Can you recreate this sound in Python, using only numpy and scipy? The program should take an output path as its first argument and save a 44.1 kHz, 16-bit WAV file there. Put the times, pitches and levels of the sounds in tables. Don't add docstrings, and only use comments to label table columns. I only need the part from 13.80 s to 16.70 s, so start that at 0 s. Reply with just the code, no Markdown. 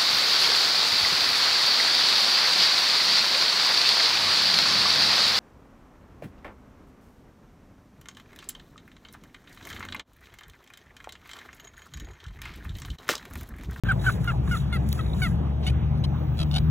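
import sys
import numpy as np
from scipy import signal
from scipy.fft import rfft, irfft, next_fast_len
from scipy.io import wavfile
from scipy.ndimage import uniform_filter1d, map_coordinates

SR = 44100
rng = np.random.default_rng(int(sys.argv[2]) if len(sys.argv) > 2 else 0)


def linear_from_db(decibels):
    return 10 ** (np.asarray(decibels, float) / 20)


def transcribe(signal):
    frames = np.atleast_2d(signal).T
    limited = np.clip(frames, -1, 1)
    pcm = np.round(limited * 32767).astype(np.int16)
    wavfile.write(sys.argv[1], SR, pcm)


N = 127890

# start_s, length_s, level_db, pitch_hz, share of pitch lost
FLYING_CLUCKS = [
    (0.085, 0.04, -19.5, 784, 0.33),
    (0.262, 0.04, -19, 767.4, 0.47),
]
TIRING_CLUCKS = [
    (.474, 0.038, -25, 712, 0.13),
    (.71, 0.055, -27.5, 724, 0.23),
    (1.189, 0.023, -32.5, 653, 0.1),
]
LANDED_CLUCKS = [
    (0.925, 0.051, -31.5, 715.6, .13),
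    (1.417, 0.063, -27, 754.5, 0.19),
]
PIPS = [
    (.119, .01, -31, 770, 0),
    (.297, .011, -28, 790, 0),
    (.763, .011, -37, 700, 0),
    (1.18, .006, -40, 760, 0),
    (.675, .009, -37, 480, -.2),
    (.444, .005, -42, 620, 0),
    (.768, .016, -42, 640, -.1),
    (.512, .012, -39, 600, .05),
]
GRUNTS = [
    (1.864, 0.031, -31, 725, -0.058),
    (1.895, 0.013, -38, 620, -0.00072),
]
CROAKS = [(2.238, .02, -36, 1060, .04), (2.571, .005, -46, 660, 0), (2.58, .005, -43, 660, 0),
          (2.589, .007, -34, 660, 0), (2.599, .011, -32, 670, 0), (2.612, .011, -32, 670, 0),
          (2.627, .01, -33, 660, 0), (2.712, .005, -35, 720, 0), (2.72, .007, -41, 720, 0),
          (2.73, .006, -41, 720, 0), (2.738, .01, -32, 740, 0), (2.749, .01, -31, 730, 0),
          (2.759, .02, -28, 705, -.1), (2.78, .01, -30, 760, 0)]

# pitch_hz, level_db
NARROW_THROAT = [(750, -22.5), (1450, 0), (2250, -27.5), (3000, -23.5), (3900, -34.5), (7000, -51),
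                 (14000, -59.5)]
HALF_OPEN_THROAT = [(700, -18.5), (1350, 3), (2150, -13), (2850, -12), (3600, -21), (4400, -27.5),
                    (7000, -42), (14000, -48.5)]
OPEN_THROAT = [(700, -10), (1400, 0.5), (2200, 0), (2900, -12), (3700, -7.5), (4400, -11.5), (6500, -30),
               (14000, -29.5)]
WIDE_THROAT = [(730, 5), (1400, -3), (2000, -14.5), (3000, 4.5), (3900, 7.5), (4700, 0.5), (6500, -16.5),
               (14000, -27)]
ROUND_THROAT = [(730, -2.5), (1500, -12), (2200, -2.5), (2950, 2), (3700, -3.5), (4400, -5), (5300, -17.5),
                (14000, -30.5)]
# pitch_hz, level_db per Hz
RASP = [(900, -17.5), (1300, -13), (1600, -8), (2000, -24.5), (4000, -23.5)]
# pitch_hz, level_db per Hz
HISS = [(600, -12.5), (1500, -8.5), (2700, -0.5), (3800, 1), (6000, -14)]

# centre_s, half_length_s, level_db
FLAPS = [(0.109, 0.074, -59), (0.286, 0.065, -44), (0.474, 0.087, -55.5), (0.747, 0.071, -46.5),
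         (0.974, 0.094, -65.5), (1.142, 0.059, -53), (1.287, 0.22, -60), (1.442, 0.073, -51.5),
         (1.868, 0.052, -59), (2.6, 0.04, -55.5), (2.752, 0.052, -58)]
# pitch_hz, level_db per Hz
FEATHERS = [(1500, -8), (3800, 0), (5500, -4), (7800, 0), (16000, -8)]
# start_s, peak_db
SNAPS = [
    (0.444, -28),
    (0.651, -43.5),
    (1.0891, -23.5),
    (1.1277, -13.5),
    (1.53, -43),
    (2.051, -52.5),
]
# pitch_hz, level_db per Hz
STEM = [(1500, -11), (5000, -2), (8000, -10), (12500, -3), (16500, -7.5)]

# time_s, pitch_hz, level_db, octave_db
CHICK = [
    (2.138, 4000, -64, -85),
    (2.158, 4150, -59, -85),
    (2.165, 4700, -76, -76),
    (2.177, 5200, -58, -65),
    (2.195, 5900, -78, -67),
    (2.21, 6350, -67, -76),
    (2.226, 6300, -70, -90),
    (2.229, 5000, -70, -90),
    (2.238, 2700, -50, -90),
]
# start_s, end_s, level_db
TRILLS = [
    (.19, .345, -53),
    (.672, .689, -54),
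    (.745, .81, -50),
    (1.115, 1.13, -47),
    (1.205, 1.41, -54),
]

# time_s, firing_hz, first_order_db, second_order_db
FIRING = [
    (.04, 56.33, -31.5, -28),
    (.5, 62.67, -31, -34),
    (1.05, 70.64, -28.5, -32),
    (1.55, 69.67, -29, -37.5),
    (2, 73.16, -25, -29.5),
    (2.4, 74.17, -28.5, -28.5),
    (2.9, 76.04, -27, -27),
]
# multiple of firing rate, level_db against the second order, unsteadiness_db
ORDERS = [(1.6, -6.5, -1), (3, -9.5, 4), (4, -18.5, 5.5)]
# pitch_hz, level_db per Hz
RUMBLE = [(30, -38.5), (50, 0), (90, -5.5), (125, 2), (190, -5), (250, -18), (320, -17.5), (450, -26.5)]
# pitch_hz, level_db per Hz
ROAD = [(300, 1), (500, 1), (800, 0.5), (1100, -7.5), (2200, -17.5), (4000, -19.5), (7000, -37.5),
        (16000, -44.5)]
# pitch_hz, level_db per Hz
BUZZ = [(14800, -2), (15500, -7.5), (15900, -10)]

# pitch_hz, lead_radians
LEAD = [(40, 0.2), (300, -0.9), (650, -1.73), (1000, -1.5), (1300, 0.64), (2300, 0.77), (3000, 1.45),
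        (3900, 2.32)]
# pitch_hz, left_over_right_db
LEFT_DB = [(40, 0), (220, 4.5), (450, 3.5), (600, 0), (2000, -4.5), (3300, -1.5)]
# pitch_hz, unrelated share
LOOSE = [(60, .08), (250, 0.094), (500, 0.23), (1500, 0.67), (3500, 0.4), (4200, 0.028), (16000, 0.03)]

RUMBLE_DB, ROAD_DB = -28.5, -44
LEAD_TOP_HZ = 3900
TOP_HZ = 15950
T = np.arange(N) / SR


def unit(x):
    return x / np.sqrt(np.mean(x ** 2) + 1e-20)


def along(points, hz):
    f, v = np.transpose(points)
    return np.interp(np.log(hz + 1), np.log(f + 1), v)


def curves(rows):
    s, *cols = np.transpose(rows)
    return [np.interp(T, s, c) for c in cols]


def wobble(rate_hz):
    return map_coordinates(rng.standard_normal(int(N * rate_hz / SR) + 4), [np.arange(N) * rate_hz / SR])


def filtered(x, response):
    m = next_fast_len(N + 8192)
    return irfft(rfft(x, m) * response(np.fft.rfftfreq(m, 1 / SR)), m)[..., :N]


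def noise(spectrum):
    closed = [(spectrum[0][0] / 2, -90), *spectrum, (spectrum[-1][0] * 2, -90)]
    return unit(filtered(rng.standard_normal(N), lambda hz: linear_from_db(along(closed, hz))))


def voice(calls, throat, attack_s, release, bend, rough, flutter_db):
    out, breath = np.zeros(N), noise(throat)
    shake, blur = wobble(250), wobble(500)
    k = np.arange(1, 23)[:, None]
    wander = 0.025 * np.clip(k - 3, 1, 8)
    for start_s, length_s, db, hz, sag in calls:
        i = round(start_s * SR) + np.arange(round(length_s * SR))
        u = np.linspace(0, 1, len(i))
        pitch = hz * (1 - sag * u ** bend) * (1 + 0.07 * rough * shake[i])
        turn = 2 * np.pi * np.cumsum(pitch) / SR
        overtone_hz = k * pitch

        knots = rng.standard_normal((len(k), 8))
        flutter = np.array([np.interp(u * length_s * 110, np.arange(8), row) for row in knots])
        flutter = flutter * np.clip((k - 1.5) / 1.5, .3, 3)
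        beak_db = 11 * np.exp(-((overtone_hz - 9470) / 1700) ** 2)
        tired_db = 3 * np.clip(k - 2, 0, 5) * u ** 2 * abs(sag) / 0.24
        level_db = along(throat, overtone_hz) + beak_db - tired_db + flutter_db * flutter

        waves = np.sin(k * (turn + wander * blur[i]) + knots[:, -1:])
        stack = unit((linear_from_db(level_db) * (overtone_hz < TOP_HZ) * waves).sum(0))
        attack = np.clip(u * length_s / attack_s, 0, 1)
        shape = attack * np.clip((1 - u) / release, 0, 1) * linear_from_db(-4.5 * u)
        out[i] += linear_from_db(db) * shape * (stack + rough * breath[i] * (1 + np.cos(turn)))
    return out


def moorhen_breath():
    wrap = np.zeros(N)
    for start_s, length_s, db, _, _ in FLYING_CLUCKS + TIRING_CLUCKS + LANDED_CLUCKS:
        before = np.exp(-((start_s - T) / .03) ** 2)
        after = np.exp(-((T - start_s - length_s) / .012) ** 2)
        wrap += linear_from_db(db) * (before + after)
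    rasp = linear_from_db(-19.5 + 2.5 * wobble(90)) * wrap * noise(RASP)
    gate = np.clip((T - 1.823) / 0.015, 0, 1) * (T < GRUNTS[1][0])
    return rasp + linear_from_db(-46 + 1.6 * wobble(130)) * gate * noise(HISS)


def moorhens():
    flying = voice(FLYING_CLUCKS, NARROW_THROAT, .0053, .14, 5.5, .06, flutter_db=2)
    tiring = voice(TIRING_CLUCKS, HALF_OPEN_THROAT, .0032, .14, 3.4, .06, flutter_db=2)
    landed = voice(LANDED_CLUCKS, OPEN_THROAT, .0033, .14, 1.6, .06, flutter_db=2)
    pips = voice(PIPS, NARROW_THROAT, 0.00091, 0.22, 0.53, 0.41, flutter_db=5.5)
    croaks = linear_from_db(1.5) * voice(CROAKS, WIDE_THROAT, 0.0022, 0.29, 1.0, 0.4, flutter_db=-0.5)
    grunts = voice(GRUNTS, ROUND_THROAT, .003, 0.22, 1.4, 0.29, flutter_db=1.2)
    return flying + tiring + landed + pips + croaks + grunts + moorhen_breath()


def leaves():
    swell = sum(linear_from_db(db) * np.exp(-((T - s) / half_s) ** 2) for s, half_s, db in FLAPS)
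    snaps = np.zeros(N)
    for start_s, peak_db in SNAPS:
        fade_db = 60 * np.maximum(T - start_s, 0) / 0.0093
        snaps += linear_from_db(peak_db - fade_db) * np.clip((T - start_s) / 0.00041, 0, 1)
    return swell * linear_from_db(1.53 * wobble(120)) * noise(FEATHERS) + 0.44 * snaps * noise(STEM)


def chick():
    pitch, level_db, octave_db = curves(CHICK)
    turn = 2 * np.pi * np.cumsum(pitch) / SR
    on = (T > CHICK[0][0]) & (T < CHICK[-1][0])
    note = linear_from_db(level_db + 4 * wobble(120)) * np.sin(turn)
    octave = linear_from_db(octave_db + 4 * wobble(120)) * np.sin(2 * turn)
    return on * (note + octave)


def insect():
    pulse_hz, pitch_hz, sweep_hz, sharpness = 57, 3950, 850, .3
    level, pulses = np.zeros(N), np.zeros(N)
    for start_s, end_s, db in TRILLS:
        on = linear_from_db(db) * ((T > start_s) & (T < end_s))
        level += on
        pulses += on * np.sin(np.pi * pulse_hz * (T - start_s)) ** 2
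    stroke = pulses / (level + 1e-9)
    pitch = pitch_hz + 120 * wobble(400) - sweep_hz * (1 - stroke)
    tone = np.sin(2 * np.pi * np.cumsum(pitch) / SR)
    return 1.93 * pulses * stroke ** sharpness * linear_from_db(5.9 * wobble(80)) * tone


def patchy(x, patchy_db):
    z = signal.stft(x, nperseg=512)[2]
    field = uniform_filter1d(rng.standard_normal(z.shape), size=8, axis=0)
    field = uniform_filter1d(field, size=10, axis=1)
    return signal.istft(z * linear_from_db(patchy_db * unit(field)), nperseg=512)[1][:N]


def vehicle():
    rate, first_db, second_db = curves(FIRING)
    usual_db = second_db.mean()
    turn = 2 * np.pi * np.cumsum(rate) / SR
    orders = [(1, first_db, 1.46), (2, second_db, 3.43)]
    orders += [(k, usual_db + db, swing_db) for k, db, swing_db in ORDERS]
    engine = np.zeros(N)
    for k, db, swing_db in orders:
        engine += linear_from_db(db + 2.5 + swing_db * wobble(14)) * np.sin(k * turn + 0.5 * k * wobble(12))
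    boom = linear_from_db(-37 + 1.33 * wobble(12)) * np.sin(2 * np.pi * 118.2 * T + 0.61 * wobble(9))
    rumble = linear_from_db(RUMBLE_DB + 2.06 * wobble(6.196)) * noise(RUMBLE)
    tyres = linear_from_db(ROAD_DB + 0.14 * wobble(5.3)) * patchy(noise(ROAD), patchy_db=2.5)
    buzz_level = linear_from_db(-80.5 + 1.6 * (second_db - usual_db) + 3 * wobble(3))
    buzz = buzz_level * (1.3 + np.cos(turn)) ** 1.5 * noise(BUZZ)
    return engine + boom + rumble + tyres + buzz


def two_sides(x, loose, lean):
    def half(hz):
        lead = along(LEAD, hz) + 2 * np.pi * 0.00023 * np.maximum(hz - LEAD_TOP_HZ, 0)
        for share in (.9, .45):
            pull = share * np.clip(hz / LEAD_TOP_HZ - 1, 0, .1) * 5
            lead = lead - pull * np.sin(2 * lead)
        return linear_from_db(along(LEFT_DB, hz) / 2 * (hz < LEAD_TOP_HZ)) * np.exp(.5j * lead)

    def pair(hz):
        return np.array([half(hz), 1 / half(hz)])

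    def wide_pair(hz):
        return pair(hz) * along(LOOSE, hz) * [[1], [-1]]

    return filtered(x + lean * [[1], [-1]], pair) + filtered(loose, wide_pair)


def scene():
    birds = moorhens()
    near = birds + leaves() + chick() + insect()
    wide = linear_from_db(RUMBLE_DB) * noise(RUMBLE) + linear_from_db(ROAD_DB) * noise(ROAD)
    left = linear_from_db(2.5)
    lean = filtered(birds, lambda hz: (hz < LEAD_TOP_HZ) * (left - 1) / (left + 1))
    lean = lean + filtered(birds, lambda hz: (hz >= LEAD_TOP_HZ) * .3 * np.exp(-2j * np.pi * hz * .0021))
    return two_sides(near + vehicle(), wide, lean)


def top_cut(x):
    return signal.sosfilt(signal.butter(12, 16400, fs=SR, output="sos"), x)


def record(dry):
    mix = filtered(dry, lambda hz: hz < TOP_HZ)
    mix = mix * (np.arange(N) >= 1600)
    return top_cut(mix)


dry = scene()
out = record(dry)
transcribe(out)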